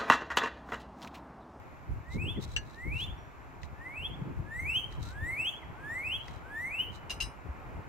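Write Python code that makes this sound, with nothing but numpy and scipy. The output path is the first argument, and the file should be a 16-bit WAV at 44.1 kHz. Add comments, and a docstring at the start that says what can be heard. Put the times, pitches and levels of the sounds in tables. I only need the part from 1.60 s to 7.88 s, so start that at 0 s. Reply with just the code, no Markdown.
"""Light wind puffs on a hand-held microphone over far outdoor air, made of shaped noise, and the hand bumps it.
A cardinal in a bare treetop then sings seven rising whistles: gliding tones, echoed by a wall and the trees.
Between them come two falling chips, short ringing snaps, finger brushes on the case and a far bird's thin note.
Something small and metal, built from ringing modes and a noisy crack, clinks close by: once after
the first whistle, and twice more after the last."""
import sys
import numpy as np
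from scipy import signal
from scipy.fft import rfft, irfft, next_fast_len
from scipy.io import wavfile
from scipy.ndimage import uniform_filter1d, map_coordinates

SR = 44100
rng = np.random.default_rng(int(sys.argv[2]) if len(sys.argv) > 2 else 0)


def pcm_store(signal):
    """Save signal as 16-bit PCM."""
    levels = np.round(np.clip(np.atleast_2d(signal), -1, 1) * 32767)
    wavfile.write(sys.argv[1], SR, levels.astype(np.int16).T)


N = 277080
TOP_HZ = 15700  # the recorder's band limit

# whistles: (end [s], length [s], glide early by [s], pitch ratio until the last flick, flick's pitch goal [Hz],
# level [dB], extra level of the low opening [dB], extra level of the overtones [dB])
WHISTLES = [(.732, .305, .011, 0.98, 3480, -5, -10, -1), (1.457, .325, -0.00085, 1.02, 3550, -4.5, -3, -1),
            (2.483, .328, -0.0031, 1.005, 3460, -5.5, -3.5, -5.5),
            (3.208, 0.37, 0.0054, 1.0, 3260, 2, -4, 0.5), (3.909, .46, 0, 1.0, 3390, 0.5, .5, 1.5),
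            (4.573, .45, -0.00069, 0.99, 3330, -1.5, 2.5, 0), (5.241, .44, -.005, .988, 3170, -2, 3.5, 0)]
# the upward glide shared by all whistles, with two small steps: (time from the end [s], pitch [Hz])
GLIDE = [(-.44, 1350), (-.36, 1610), (-.28, 1795), (-.2, 2070), (-.145, 2250), (-.12, 2520), (-.065, 2790),
         (-.045, 3070), (-.018, 3360), (0, 3380)]
# their shared loudness, swelling three times and easing at each step: (time from the end [s], level [dB])
SWELL = [(-.44, -53.5), (-.35, -52.5), (-.27, -38), (-.18, -36), (-.15, -40.5), (-.1, -31.5), (-.075, -38),
         (-.037, -29.5), (-.016, -34.5), (0, -45.5)]
# the low opening gives way to the full voice: (start, finish), times from the end [s]
OPENING_S = (-.2, -0.11)
# the last flick heads for the whistle's own pitch goal: (start, finish), times from the end [s]
FLICK_S = (-0.068, -.02)
# overtone strength by where the overtone falls: (frequency [Hz], level [dB])
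OVERTONES = [(3000, -20.5), (4500, -40.5), (6900, -31.5), (7700, -22.5), (8600, -31.5), (9700, -31.5),
             (11500, -36), (13000, -39), (14500, -30.5)]
# short falling chips between whistles: (time [s], starting pitch [Hz], level [dB])
CHIPS = [(.757, 2200, -54), (4.017, 2246, -48.5)]
# scattered echoes: (delay [s], level [dB], time to fade by 60 dB [s])
ECHOES = [(.002, -7, .12), (.035, -12, .22), (.074, -17, .13)]
# the branches send back mostly the middle of the glide: (frequency [Hz], level [dB])
ECHO_COLOUR = [(1700, -3), (2500, 1.5), (3400, -2.5)]
# high fizz that follows the whistles: (frequency [Hz], level [dB])
FIZZ = [(5000, -7), (8000, -8), (11500, 7), (15500, -17)]
# short snaps with a quick 2 kHz ring, most of them probably clipped bird chips: (time [s], level [dB])
SNAPS = [(.834, -52), (2.032, -44), (3.324, -50), (4.682, -44)]
# metal contacts: (time [s], level [dB], treble tilt [dB per octave], metal held 0 or free 1, thump level [dB])
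CLINKS = [(0.9635, -25.5, -0.5, 0, -65), (0.9715, -42, 4, 0, -53), (5.4968, -40.5, 3, 1, -62),
          (5.504, -35, 4, 1, -60), (5.512, -47, 4, 1, -37.5), (5.6028, -36, 4.5, 1, -50),
          (5.609, -34, 2.5, 1, -32.5), (5.621, -42, 8, 1, -58)]
# the metal's ringing modes: (frequency [Hz], level [dB], time to fade by 60 dB [s], rings when held 0 or free 1)
METAL = [(1686, -13, 0.2, 0), (2766, 3.5, 0.05, 0), (2826, -4.5, 0.1, 0), (4430, -15.5, 0.12, 0),
         (5200, -14, 0.036, 0), (5950, -12.5, 0.11, 0), (6632, -13, 0.071, 0), (7800, -12, 0.058, 0),
         (2808, 7, 0.1, 1), (2890, -12, 0.3, 1), (3960, -6, 0.16, 1), (4680, -11, 0.12, 1),
         (4900, -30, .16, 1), (5110, -7.5, 0.19, 1), (6030, -14.5, 0.18, 1), (6530, -31, .09, 1),
         (6570, -14, 0.13, 1), (7600, -22, 0.11, 1), (8130, -18, 0.19, 1), (9652, -28, 0.27, 1),
         (10060, -25, 0.089, 1), (10700, -29, 0.17, 1), (11200, -26, 0.17, 1), (12140, -31, 0.096, 1),
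         (14750, -31, 0.17, 1)]
# noise colour of a sharp crack or snap: (frequency [Hz], level [dB])
CRACK = [(800, -5), (1800, 7.5), (3000, 7.5), (6500, 1.5), (7300, -15), (8100, -14), (11500, -28),
         (13000, -20), (15000, -16)]
# finger brushes: (middle [s], spread [s], level [dB])
BRUSHES = [(0.539, .018, -55), (0.834, 0.015, -47.5), (0.922, 0.027, -56.5), (1.107, 0.073, -65),
           (1.405, 0.037, -55.5), (2.042, 0.015, -61), (3.332, 0.018, -60), (3.465, 0.039, -52.5),
           (4.7, 0.063, -62.5), (5.354, 0.018, -56.5)]
# noise colour of fingers on the case: (frequency [Hz], level [dB])
CASE = [(2500, -16), (3600, -3.5), (3950, 6.5), (4400, -6.5), (6300, -7), (8000, -10.5), (9000, -18),
        (15000, -23)]
# soft bumps of the hand: (middle [s], pitch [Hz], level [dB])
BUMPS = [(0.313, 66.1, -28.5), (0.583, 61, -51), (0.884, 78, -33.5), (1.532, 55.4, -36.5),
         (2.446, 65.4, -46), (2.624, 156, -26.5), (2.801, 129, -27), (5.904, 68.5, -30), (6.154, 76, -37.5)]
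# puffs of wind on the microphone: (peak [s], length [s], buffet level [dB], flutter level [dB])
GUSTS = [(0.331, 0.044, -35, -45), (.61, 0.1, -36, -37.5), (0.758, 0.093, -43.5, -42.5),
         (.92, .1, -40.5, -51), (1.321, 0.094, -39, -47.5), (1.514, 0.044, -44.5, -56),
         (2.047, .08, -46, -59), (2.443, 0.067, -41.5, -55), (2.607, 0.17, -45.5, -41),
         (2.793, 0.03, -39, -40.5), (3.036, 0.12, -39.5, -47), (3.405, 0.12, -41.5, -54.5),
         (3.605, 0.084, -42, -52), (4.556, .25, -50, -70), (5.63, 0.046, -45, -58), (6.15, .1, -48, -52)]
# colour of the low wind buffet: (frequency [Hz], level [dB])
BUFFET = [(15, -23), (30, -10), (60, -2.5), (100, -4), (160, -14.5), (300, -50), (600, -66)]
# colour of the higher wind flutter: (frequency [Hz], level [dB])
FLUTTER = [(60, -14.5), (140, 6), (220, -1), (350, -3.5), (550, -16.5), (1200, -75)]
# strength of the distant air: (time [s], level [dB])
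AIR = [(0.0, -55.5), (0.19, -58), (5.68, -53.5), (5.75, -56), (5.96, -52.5), (6.28, -54.5)]
# colour of the far outdoor murmur: (frequency [Hz], level [dB])
DISTANCE = [(80, -42), (250, -0.5), (500, -3.5), (900, 0.5), (1400, -6), (2000, -15.5), (2600, -14.5),
            (3400, -27), (5000, -34.5), (9000, -49)]
# colour of the higher rush: (frequency [Hz], level [dB])
RUSH = [(500, -25), (1000, -1.5), (1500, 5), (2400, -1), (3400, -31), (6000, -28.5)]
# colour of the thin hiss: (frequency [Hz], level [dB])
HISS = [(1500, -48), (3500, 8), (5000, 3.5), (7500, 6), (8700, -25), (10500, -9), (12000, 3.5),
        (15500, -12)]


def amp(db):
    """Turn decibels into a plain multiplier."""
    return 10 ** (np.asarray(db) / 20)


def unit(x):
    """Scale x to an average (rms) strength of 1."""
    return x / np.sqrt(np.mean(x ** 2) + 1e-20)


def along(points, hz):
    """Read a (frequency, value) curve at hz, with frequency on a log axis."""
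    f, v = np.transpose(points)
    return np.interp(np.log(hz + 1), np.log(f), v)


def clock():
    """The time of each sample, in seconds."""
    return np.arange(N) / SR


def wobble(rate):
    """A smooth random curve through rate random points a second."""
    points = rng.standard_normal(int(N * rate / SR) + 4)
    return map_coordinates(points, [clock() * rate])


def filtered(x, response):
    """Multiply each frequency of x by response(frequency)."""
    m = next_fast_len(N + 8192)  # room for tails past the end
    hz = np.fft.rfftfreq(m, 1 / SR)
    return irfft(rfft(x, m) * response(hz), m)[..., :N]


def noise(spectrum, alike):
    """Coloured stereo noise of rms 1; alike is the left-right correlation."""
    a, b = filtered(rng.standard_normal((2, N)), lambda hz: amp(along(spectrum, hz)))
    turn = np.arccos(np.clip(alike, -1, 1)) / 2
    return unit(np.cos(turn) * a + np.sin(turn) * np.array([b, -b]))


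def add(out, s, sound):
    """Mix a sound into out from time s."""
    part = out[..., max(round(s * SR), 0):][..., :sound.shape[-1]]
    part += sound[..., :part.shape[-1]]


def scatter(x, delay, t60):
    """Many twigs and surfaces return x as a fading random tail, different on each side."""
    t = np.arange(SR) / SR
    tail = rng.standard_normal((2, SR)) * amp(-60 * t / t60)
    tail /= np.linalg.norm(tail, axis=1, keepdims=True)
    late = np.pad(x, (max(round(delay * SR), 0), 0))
    return signal.fftconvolve(late[None], tail, axes=1)[:, :N]


def cardinal(song_db=-1, lag=.00004, side_db=0.2, trees_db=-18, overtone_db=-6, overtone_echo_db=-3):
    """The song arrives directly, from the branches and wall, and as a long wash from the trees."""
    wall_s, wall_db = .078, -18.5
    tone, overtones = whistles()
    song = amp(song_db) * tone + chips()

    # the direct sound reaches the left side lag seconds after the right
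    half_turn = lag * np.array([[-1], [1]])
    direct = filtered(song + amp(overtone_db) * overtones, lambda hz: np.exp(1j * np.pi * hz * half_turn))
    echoes = sum(amp(db) * scatter(song, delay, t60) for delay, db, t60 in ECHOES)
    add(echoes, wall_s, amp(wall_db) * song)
    echoes = filtered(echoes, lambda hz: amp(along(ECHO_COLOUR, hz)))
    wash = amp(trees_db) * scatter(song, delay=.04, t60=.65)
    sheen = amp(overtone_echo_db) * scatter(overtones, delay=.001, t60=0.33)

    # a faint high fizz swells and fades with each whistle
    loudness = np.sqrt(np.abs(uniform_filter1d(tone ** 2, size=3000)))
    fizz = amp(-31.0) * loudness * noise(FIZZ, alike=0)
    return direct * amp([[side_db], [-side_db]]) + echoes + wash + sheen + fizz


def whistles(shimmer_db=2.2, flicker_db=3, blur=0.45):
    """Nearly pure upward glides; faint overtones at whole multiples of the pitch flicker and blur."""
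    edge_s = .005  # soft start and stop
    fade_in_s, fade_in_db = 0.092, -11  # each whistle grows out of a faint start
    tone, overtones = np.zeros(N), np.zeros(N)
    drift = 1 + .004 * wobble(90)
    shimmer = shimmer_db * wobble(70)
    k = np.arange(2, 10)[:, None]  # overtone numbers
    flicker = np.array([flicker_db * wobble(24.92) for _ in k])
    smear = np.array([blur * wobble(400) for _ in k])

    for end, length, early, ratio, goal_hz, level_db, opening_db, bright_db in WHISTLES:
        on = (clock() > end - length) & (clock() < end + edge_s / 2)
        t = clock()[on] - end

        hz = np.interp(t + early, *np.transpose(GLIDE))
        hz *= np.interp(t, FLICK_S, [ratio, goal_hz / GLIDE[-1][1]]) * drift[on]
        phase = 2 * np.pi * np.cumsum(hz) / SR

        db = np.interp(t + early, *np.transpose(SWELL)) + level_db
        db += np.interp(t, OPENING_S, [opening_db, 0])
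        db += np.interp(t + length, [0, fade_in_s], [fade_in_db, 0])
        edges = np.clip(np.minimum(t + length, edge_s / 2 - t) / edge_s, 0, 1)
        level = np.sqrt(2) * amp(db + shimmer[on]) * edges

        tone[on] += level * np.sin(phase)
        share = amp(bright_db + flicker[:, on] + along(OVERTONES, k * hz)) * (k * hz < TOP_HZ)
        overtones[on] += level * np.sum(share * np.sin(k * phase + smear[:, on]), axis=0)
    return tone, overtones


def chips(length=0.0288, fall=0.178):
    """Quiet short notes whose pitch drops quickly by the share fall."""
    out, t = np.zeros(N), np.arange(round(length * SR)) / SR
    arch = np.sin(np.pi * t / length)
    for s, hz, db in CHIPS:
        phase = 2 * np.pi * np.cumsum(hz * (1 - fall * t / length)) / SR
        add(out, s, amp(db) * arch * np.sin(phase))
    return out


def snaps(t60=0.029, ring_hz=1980, ring_db=-1):
    """Short snaps of noise with a quick 2 kHz ring, most of them probably clipped bird chips."""
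    t = clock()
    fades = sum(amp(db - 60 * np.abs(t - s) / t60) * (t >= s) for s, db in SNAPS)
    ring = amp(ring_db) * np.sqrt(2) * np.sin(2 * np.pi * ring_hz * t)
    return fades * (noise(CRACK, alike=.1) + ring)


def clinks(ring_db=-2, crack_db=-9, held_t60=0.064, free_t60=0.12, rattle=0.77):
    """Each contact rings the metal, which rattles as it rings, spits a crack and shakes the microphone."""
    thump_hz, thump_t60, thump_rise, thump_delay = 54, 0.16, 0.015, 0.011  # Hz, then seconds
    out, burst, t = np.zeros((2, N)), np.zeros(N), np.arange(SR // 3) / SR
    attack = 1 - np.exp(-(t / .0003) ** 2)
    thump = 2 * amp(-60 * t / thump_t60) * np.minimum(t / thump_rise, 1) * np.sin(2 * np.pi * thump_hz * t)

    for s, db, treble_db, free, thump_db in CLINKS:
        for hz, mode_db, t60, group in METAL:
            if round(group) != round(free):
                continue
            tilt_db = treble_db * np.log2(hz / 2800)
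            uneven_db = rng.normal(0, 2.2, (2, 1))  # differs left and right
            strength = amp(db + ring_db + mode_db + tilt_db + uneven_db)
            shake = rattle * map_coordinates(rng.standard_normal(len(t)), [t * 300])
            phase = rng.uniform(0, 2 * np.pi) + rng.normal(0, 1.0, (2, 1)) + shake
            add(out, s, strength * attack * amp(-60 * t / t60) * np.sin(2 * np.pi * hz * t + phase))
        crack_t60 = free_t60 if round(free) else held_t60
        add(burst, s, amp(db + crack_db - 60 * t / crack_t60))
        add(out, s + thump_delay, amp(thump_db) * thump)
    return (out + burst * noise(CRACK, alike=0.044)) * amp([[1], [-1]])  # a little louder on the left


def hand():
    """Fingers rub the case as grainy noise and bump it softly with short low tones."""
    t = clock()
    rub = sum(amp(db) * np.exp(-.5 * ((t - s) / spread) ** 2) for s, spread, db in BRUSHES)
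    grain = unit(amp(3.5 * wobble(300)))
    brushes = rub * grain * noise(CASE, alike=0.1)

    bumps = np.zeros(N)
    for s, hz, db in BUMPS:
        bumps += amp(db) * np.exp(-((t - s) * hz) ** 2) * np.cos(2 * np.pi * hz * (t - s))
    return brushes + bumps * amp([[0], [-2]])


def wind(buffet_gain_db=1.5, flutter_gain_db=1.0, lumps_db=3.0):
    """Eddies come in lumps, partly shared and partly separate at each microphone port."""
    push, flap = gusts()
    lumps = unit(amp(lumps_db * np.array([wobble(30), wobble(30)])))
    slaps = unit(amp(4 * wobble(38)))
    # the buffet strikes the two sides independently, a little harder on the left
    buffet = push * amp(buffet_gain_db) * noise(BUFFET, alike=-0.036) * amp([[.7], [-.5]])
    flutter = flap * amp(flutter_gain_db) * slaps * noise(FLUTTER, alike=0.32)
    return lumps * (buffet + flutter)


def gusts():
    """Strength of the low buffet and higher flutter: puffs rise fast and fall slower over a light breeze."""
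    calm_db = np.array([[-53.5], [-58]])  # buffet and flutter between puffs
    freshen = 0.46  # dB per second
    rise, fall = 0.88, 1.25  # shares of a puff's length
    power = amp(calm_db + freshen * clock()) ** 2
    for s, length, buffet_db, flutter_db in GUSTS:
        u = (clock() - s) / length
        puff = np.exp(-(u / np.where(u < 0, rise, fall)) ** 2)
        power = power + (amp([[buffet_db], [flutter_db]]) * puff) ** 2
    return np.sqrt(power)


def far_bird(s=1.575, hz=5700, db=-69, t60=0.53, rise=0.0065):
    """One thin, distant note: a steady tone that starts quickly and fades away."""
    t = np.maximum(clock() - s, 0)
    return amp(db - 60 * t / t60) * np.minimum(t / rise, 1) * np.sin(2 * np.pi * hz * t)


def air(murmur_db=3, rush_db=-4, lead=0.000376, hiss_db=-75):
    """The far murmur of the outdoors, a higher rush from the left, and a thin hiss, all shaped noise."""
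    air_db = np.interp(clock(), *np.transpose(AIR))
    # the rush reaches the left side lead seconds before the right
    half_turn = lead * np.array([[1], [-1]])
    rush = filtered(noise(RUSH, alike=1), lambda hz: np.exp(1j * np.pi * hz * half_turn))
    far = amp(murmur_db) * noise(DISTANCE, alike=0.48) + amp(rush_db) * rush
    return amp(air_db + 0.74 * wobble(6.4)) * far + amp(hiss_db) * noise(HISS, alike=0.046)


def scene():
    """Birds, near noises and weather together."""
    return cardinal() + snaps() + clinks() + hand() + wind() + far_bird() + air()


def record(dry):
    """The recorder keeps nothing above its band limit."""
    return filtered(dry, lambda hz: hz < TOP_HZ)


dry = scene()
out = record(dry)
pcm_store(out)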